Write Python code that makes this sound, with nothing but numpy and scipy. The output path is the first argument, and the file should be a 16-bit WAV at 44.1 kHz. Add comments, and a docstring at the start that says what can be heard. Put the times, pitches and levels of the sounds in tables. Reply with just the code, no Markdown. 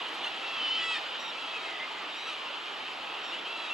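"""Kittiwakes call on a nesting cliff above steady surf.
Two near birds wail together, and the first voice cracks upward at its end; shorter cries are low or high.
Each voice is a stack of harmonics shaped by a throat; wings swish at the start as shaped noise.
The rest of the colony is a distant chorus of overlapping cries, and the rock echoes all the birds.
Surf and the blur of the farthest birds are bands of flickering noise."""
import sys
import numpy as np
from scipy import signal
from scipy.io import wavfile
from scipy.ndimage import map_coordinates

SR = 44100
rng = np.random.default_rng(int(sys.argv[2]) if len(sys.argv) > 2 else 0)


def persist_wave(psi):
    """Save psi, clipped to +-1, as 16-bit WAV."""
    counts = np.round(np.clip(psi, -1, 1) * 32767).astype(np.int16)
    wavfile.write(sys.argv[1], SR, np.atleast_2d(counts).T)


N = 164493  # samples in the scene
CUTOFF_HZ = 15700  # top of the noise bands and of the finished sound


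def from_db(db):
    """Turn decibels into gain."""
    return 10 ** (np.asarray(db) / 20)


def rms_one(x):
    """Scale to unit power."""
    return x / np.sqrt(np.mean(x ** 2) + 1e-20)


def at_time(rows, t):
    """Read each column of a curve at the times t."""
    s, *columns = np.transpose(rows)
    return [np.interp(t, s, column) for column in columns]


def at_hz(points, hz):
    """Read a spectrum on a log-frequency axis."""
    table_hz, values = np.transpose(points)
    return np.interp(np.log(hz), np.log(table_hz), values)


def span(start, end):
    """Sample times between two moments, kept inside the scene."""
    return np.arange(max(int(start * SR), 0), min(int(end * SR), N)) / SR


def band(x, low_hz, high_hz):
    """Keep mainly the frequencies between two edges."""
    return signal.sosfilt(signal.butter(2, [low_hz, high_hz], "band", fs=SR, output="sos"), x)


def drift(rate_hz, t):
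    """Random wander of spread 1: noise smoothed so that it changes little faster than about rate_hz."""
    step = 20  # the wander is computed at every 20th sample only
    r = np.exp(-2 * np.pi * rate_hz * step / SR)
    noise = rng.standard_normal(N // step + 2002)
    slow = signal.lfilter([1], [1, -2 * r, r * r], noise)[2000:]  # skip the filter's start-up
    return np.interp(t * SR / step, np.arange(len(slow)), rms_one(slow))


def voice(t, hz, db, rough, throat, wide=None, opening=0, beak_hz=None, count=18):
    """Harmonics of a jittering membrane, coloured by throat and beak; roughness shakes every partial."""
    jitter, jitter_hz = 0.016, 190  # pitch shake at full roughness (share of pitch), its speed
    flutter_db, flutter_hz, rasp_hz = 1.85, 21, 220
    beak_db, beak_width_hz = 6.5, 280  # height and half-width of the beak resonance
    shaky_hz = hz * (1 + jitter * rough * drift(jitter_hz, t))
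    phase = 2 * np.pi * np.cumsum(shaky_hz) / SR
    tone, power, out = 0, 0, np.zeros(N)
    for k in range(1, count + 1):
        partial_hz = k * hz
        shape_db = (1 - opening) * at_hz(throat, partial_hz) + opening * at_hz(wide or throat, partial_hz)
        if beak_hz:
            shape_db = shape_db + beak_db / (1 + ((partial_hz - beak_hz) / beak_width_hz) ** 2)
        audible = partial_hz < SR / 2
        gain = from_db(shape_db + flutter_db * drift(flutter_hz, t)) * audible
        turn = k * phase + rng.uniform(0, 2 * np.pi)
        rasp = drift(rasp_hz, t) * np.cos(turn) + drift(rasp_hz, t) * np.sin(turn)
        tone = tone + gain * (np.sin(turn) + rough * rasp)
        power = power + gain ** 2 * (1 / 2 + rough ** 2)
    # dividing by the expected power leaves db as the level
    out[np.round(t * SR).astype(int)] = from_db(db) * tone / np.sqrt(power)
    return out


def wails():
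    """Two near birds hold long notes; the first opens its beak wide and ends in a rasp."""
    # first wail, which cracks at its end: t/s, f/Hz
    wail_pitch = [(.42, 677), (.6, 664.7), (.72, 679), (.77, 657.6), (.87, 658), (.94, 646), (.955, 605),
                  (.99, 593)]
    # its effort: t/s, level/dB, beak opening/0-1, roughness/0-1
    wail_effort = [(.415, -64, 0.1, 0.5), (.434, -40, 0, 0.04), (.73, -40.5, 0.2, 0.18),
                   (.81, -35.5, 0.74, 0.2), (.935, -32, 1, 0.12), (.965, -34, 0.7, 0.8),
                   (.995, -41, 0.8, .8)]
    # its throat with the beak narrow and wide: f/Hz, relative level/dB
    beak_narrow = [(670, -27), (1340, -10), (2020, -18), (2700, -1.5), (3370, -12.5), (5400, -23.5),
                   (15000, -81)]
    beak_wide = [(660, -38), (1310, -10), (2620, -3.5), (3270, -7), (4570, -18.5), (5230, -18.5),
                 (5900, -38), (7200, -23), (11000, -50)]
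    # the neighbour's wavering pitch: t/s, f/Hz
    answer_pitch = [(.525, 678), (.598, 611), (.645, 608), (.68, 591.5), (.73, 608.5), (.777, 617.5),
                    (.84, 569.5)]
    # the neighbour's loudness: t/s, level/dB
    answer_level = [(.525, -50), (.545, -38.5), (.58, -51), (.6, -33.5), (.78, -32), (.845, -37.5)]
    # the neighbour's throat: f/Hz, relative level/dB
    answer_throat = [(600, -31), (2430, -27), (3020, 1.5), (3650, -16.5), (4850, -20), (6700, -42.5),
                     (15000, -79)]

    t = span(wail_effort[0][0], wail_effort[-1][0])
    db, opening, rough = at_time(wail_effort, t)
    hz = at_time(wail_pitch, t)[0]
    first = voice(t, hz, db, rough, beak_narrow, beak_wide, np.clip(opening, 0, 1))

    t = span(answer_level[0][0], answer_level[-1][0])
    hz, db = at_time(answer_pitch, t)[0], at_time(answer_level, t)[0]
    return first + voice(t, hz, db, rough=0.14, throat=answer_throat)


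def cry(start, length, first_hz, middle_hz, last_hz, db, rough, throat, beak_hz=None, count=18):
    """One short cry: the pitch curves through three points under an attack, a hold and a release."""
    attack_s, release_s = 0.013, 0.0096
    t = span(start, start + length)
    curve = np.polyfit([0, 1 / 2, 1], [first_hz, middle_hz, last_hz], 2)
    hz = np.polyval(curve, (t - start) / length)
    rise, fall = (t - start) / attack_s, (start + length - t) / release_s
    envelope = np.clip(np.minimum(rise, fall), 1e-4, 1)
    return voice(t, hz, db + 20 * np.log10(envelope), rough, throat, beak_hz=beak_hz, count=count)


def short_cries():
    """Short low cries and high squeals, one of them the first wail's voice cracking upward at its end."""
    # low cries: start/s, length/s, first f/Hz, middle f/Hz, last f/Hz, level/dB, beak resonance/Hz
    low_cries = [(.233, 0.025, 562, 592, 615, -32, 2950), (.257, 0.032, 663, 695, 770, -35.5, 2800),
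                 (1.33, 0.2, 668.5, 655, 644, -47, 5250), (1.527, 0.063, 646, 643, 636, -39, 2580),
                 (1.599, 0.12, 624, 644.5, 616, -45, 7600), (2.256, 0.089, 644, 649, 556, -39.5, 1300),
                 (3.316, 0.0414, 661, 713, 785, -36.5, 2900), (3.446, .13, 600.5, 672, 661, -41.5, 2970),
                 (3.564, .15, 668, 658, 595, -42, 3900), (3.69, .12, 664, 689, 691, -34.5, 2700)]
    # high squeals; the one at 0.942 s is the first wail's own high voice taking over:
    # start/s, length/s, first f/Hz, middle f/Hz, last f/Hz, level/dB, beak resonance/Hz
    squeals = [(0.224, 0.053, 1994, 2070, 2060, -43.5, 2050), (.942, .043, 1836, 1812, 1775, -41, 1810),
               (1.187, 0.13, 1906, 1893, 1800, -46, 5700), (2.091, 0.068, 1885, 1830, 1800, -47, 3700),
               (2.149, 0.158, 1855, 1944, 1920, -47.5, 5970), (3.229, 0.096, 1860, 1848, 1810, -47.5, 5700)]
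    # throat of the low cries: f/Hz, relative level/dB
    cry_throat = [(650, -15), (1320, -6.5), (2100, -15), (2700, 2), (3350, -3.5), (4000, -8), (4700, -18),
                  (7500, -27.5), (12500, -42)]
    # throat of the squeals: f/Hz, relative level/dB
    squeal_throat = [(1900, -9), (3800, 2), (5700, -13), (7600, -17), (9500, -29)]

    out = 0
    for *row, beak_hz in low_cries:
        rough = 0.25 * np.sqrt(0.028 / row[1])  # 0.25 for a cry of 0.028 s; longer ones are cleaner
        out = out + cry(*row, rough, cry_throat, beak_hz)
    for *row, beak_hz in squeals:
        out = out + cry(*row, 0.18, squeal_throat, beak_hz, count=6)
    return out


def wings():
    """Feathers of a landing bird swish briefly on each beat: band noise in short bell-shaped puffs."""
    # wingbeats: t/s, level/dB
    wingbeats = [(.09, -57), (.15, -52.5)]
    wing_s, wing_hz = 0.01, 3800  # width of a puff, middle of the band
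    t = np.arange(N) / SR
    swish = rms_one(band(rng.standard_normal(N), wing_hz / 2, wing_hz * 2))
    return swish * sum(from_db(db) * np.exp(-((t - s) / wing_s) ** 2) for s, db in wingbeats)


def colony():
    """Far birds cry one over another at chance pitches; a few stand out."""
    # far cries, mostly their lowest partial: start/s, length/s, first f/Hz, last f/Hz, level/dB
    far_cries = [(1.605, 0.17, 2210, 1950, -46.5), (1.791, 0.073, 2034, 2080, -40),
                 (1.939, .12, 2080, 1880, -47.5)]
    # throat of those cries: f/Hz, relative level/dB
    far_throat = [(2000, 11), (8000, -46)]
    # throat of the chorus: f/Hz, relative level/dB
    chorus_throat = [(650, -33), (1320, 2), (1900, -10.5), (2900, 1), (5000, -12.5), (7300, -28),
                     (10000, -78)]
    far_arch = 0.0106  # how far the middle pitch lies above the average of the ends (share)
    chorus_count, chorus_db, chorus_hz = 46, -46.5, 640
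    pitch_spread, pitch_arch = 0.08, 0.0349  # shares of the pitch

    far = 0
    for start, length, first, last, db in far_cries:
        middle = (first + last) / 2 * (1 + far_arch)
        far = far + cry(start, length, first, middle, last, db, rough=0.5, throat=far_throat, count=4)

    chorus = 0
    for k, (when, length, pitch, glide) in enumerate(rng.uniform(-1, 1, (chorus_count, 4))):
        hz = chorus_hz * (1 + pitch_spread * pitch)
        start = (k + when / 2 - 1) / chorus_count * N / SR  # even spacing, shifted by chance
        first, last = hz * (1 - pitch_arch * glide), hz * (1 - pitch_arch)
        chorus = chorus + cry(start, 0.28 + 0.0775 * length, first, hz, last, 0, rough=0.28,
                              throat=chorus_throat, count=13)
    return far + from_db(chorus_db) * rms_one(chorus)


def cliff(x):
    """Dull echoes circle between the rock faces and fade, partly shared by the two sides."""
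    fade_s, dull_hz = 0.74, 8700  # time to fade by 60 dB, treble limit
    echoes = np.zeros((3, N))  # left, right, shared
    dull = signal.sosfilt(signal.butter(1, dull_hz, fs=SR, output="sos"), x + 1e-18)
    lags = (rng.uniform(0.017, 0.075, 12) * SR).astype(int)  # round trips of 17 to 75 ms
    for k, lag in enumerate(lags):
        loop, gain = dull.copy(), from_db(-60 * lag / SR / fade_s)
        for i in range(lag, N, lag):
            loop[i:i + lag] += gain * loop[i - lag:i][:N - i]
        echoes[k % 3] += (loop - dull) * (-1) ** k
    return (echoes[2] + 0.78 * echoes[:2]) / 2


def wash(spectrum, low_hz, patchy_db, count):
    """Bands of stereo noise, each with its own flicker, likeness and balance; rms 1."""
    # how alike left and right are: f/Hz, likeness/0-1
    likeness = [(500, .97), (900, 0.93), (1400, 0.34), (2000, 0.64), (2900, 1), (3800, 0.77), (4800, 0.15),
                (7000, 0.85)]
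    # left minus right: f/Hz, difference/dB
    balance = [(150, 0.5), (650, -3), (2500, -0.5)]
    out, t, edges = 0, np.arange(N) / SR, np.geomspace(low_hz, CUTOFF_HZ, count + 1)
    sides = np.array([[1], [-1]])  # left, right
    white = rng.standard_normal((2, 2, N))  # neighbouring bands take turns with two noise pairs
    for k, (low, high) in enumerate(zip(edges, edges[1:])):
        mid, side = band(white[k % 2], low, high)
        hz = np.sqrt(low * high)
        alike = np.clip(at_hz(likeness, hz), 0, 1)
        flicker_db = patchy_db * drift(11.9, t)
        gain = from_db(at_hz(spectrum, hz) + flicker_db + sides * at_hz(balance, hz) / 2)
        out = out + gain * (np.sqrt(1 + alike) * mid + np.sqrt(1 - alike) * side * sides)
    return rms_one(out)


def farthest_birds():
    """The farthest birds blur into flickering noise with no separate cries."""
    # colour of the blur: f/Hz, relative level per Hz/dB
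    blur_spectrum = [(1500, -27), (2650, 2), (3000, 3), (3750, -4), (4300, -10.5), (6200, -25), (7400, -21),
                     (8600, -40.5), (15000, -42)]
    # loudness of the blur: t/s, level/dB
    blur_level = [(0, -40), (2.7, -42), (3.73, -42.5)]
    level = from_db(at_time(blur_level, np.arange(N) / SR)[0])
    return level * wash(blur_spectrum, low_hz=1517, patchy_db=1.7, count=22)


def surf():
    """Steady surf is broad noise whose bands flicker gently."""
    # colour of the surf: f/Hz, relative level per Hz/dB
    surf_spectrum = [(25, -43), (90, -21.5), (190, -14.5), (310, -2), (580, -1.5), (900, 4), (1300, 1),
                     (1650, -0.5), (2500, -3), (5000, -26.5), (9000, -32.5), (16000, -39.5)]
    # loudness of the surf: t/s, level/dB
    surf_level = [(0, -39.5), (1.6, -41.8), (3.73, -41)]
    level = from_db(at_time(surf_level, np.arange(N) / SR)[0])
    return level * wash(surf_spectrum, low_hz=24.7, patchy_db=1.6, count=28)


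def scene():
    """Near birds, far birds and surf; the left side lags, which pulls all a little to the right."""
    near, far = wails() + short_cries() + wings(), colony()
    echoes = cliff(from_db(-14) * near + from_db(-14.5) * far)
    left, right = near + far + echoes + surf() + farthest_birds()
    lag = 0.000022 * SR  # 22 microseconds, in samples
    late_left = map_coordinates(left, [np.arange(N) - lag], order=3, mode="nearest")
    return np.array([late_left, right])


def record(dry):
    """Stereo is slightly widened, the high treble narrows to the centre, and the top is cut steeply."""
    stereo_top_hz = 5870
    mid, side = (dry[0] + dry[1]) / 2, (dry[0] - dry[1]) / 2
    low_side = signal.sosfiltfilt(signal.butter(4, stereo_top_hz, fs=SR, output="sos"), side)
    side = 1.01 * low_side + 0.1 * side
    top_cut = signal.ellip(12, 0.1, 80, CUTOFF_HZ, fs=SR, output="sos")
    return signal.sosfilt(top_cut, [mid + side, mid - side])


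dry = scene()
out = record(dry)
persist_wave(out)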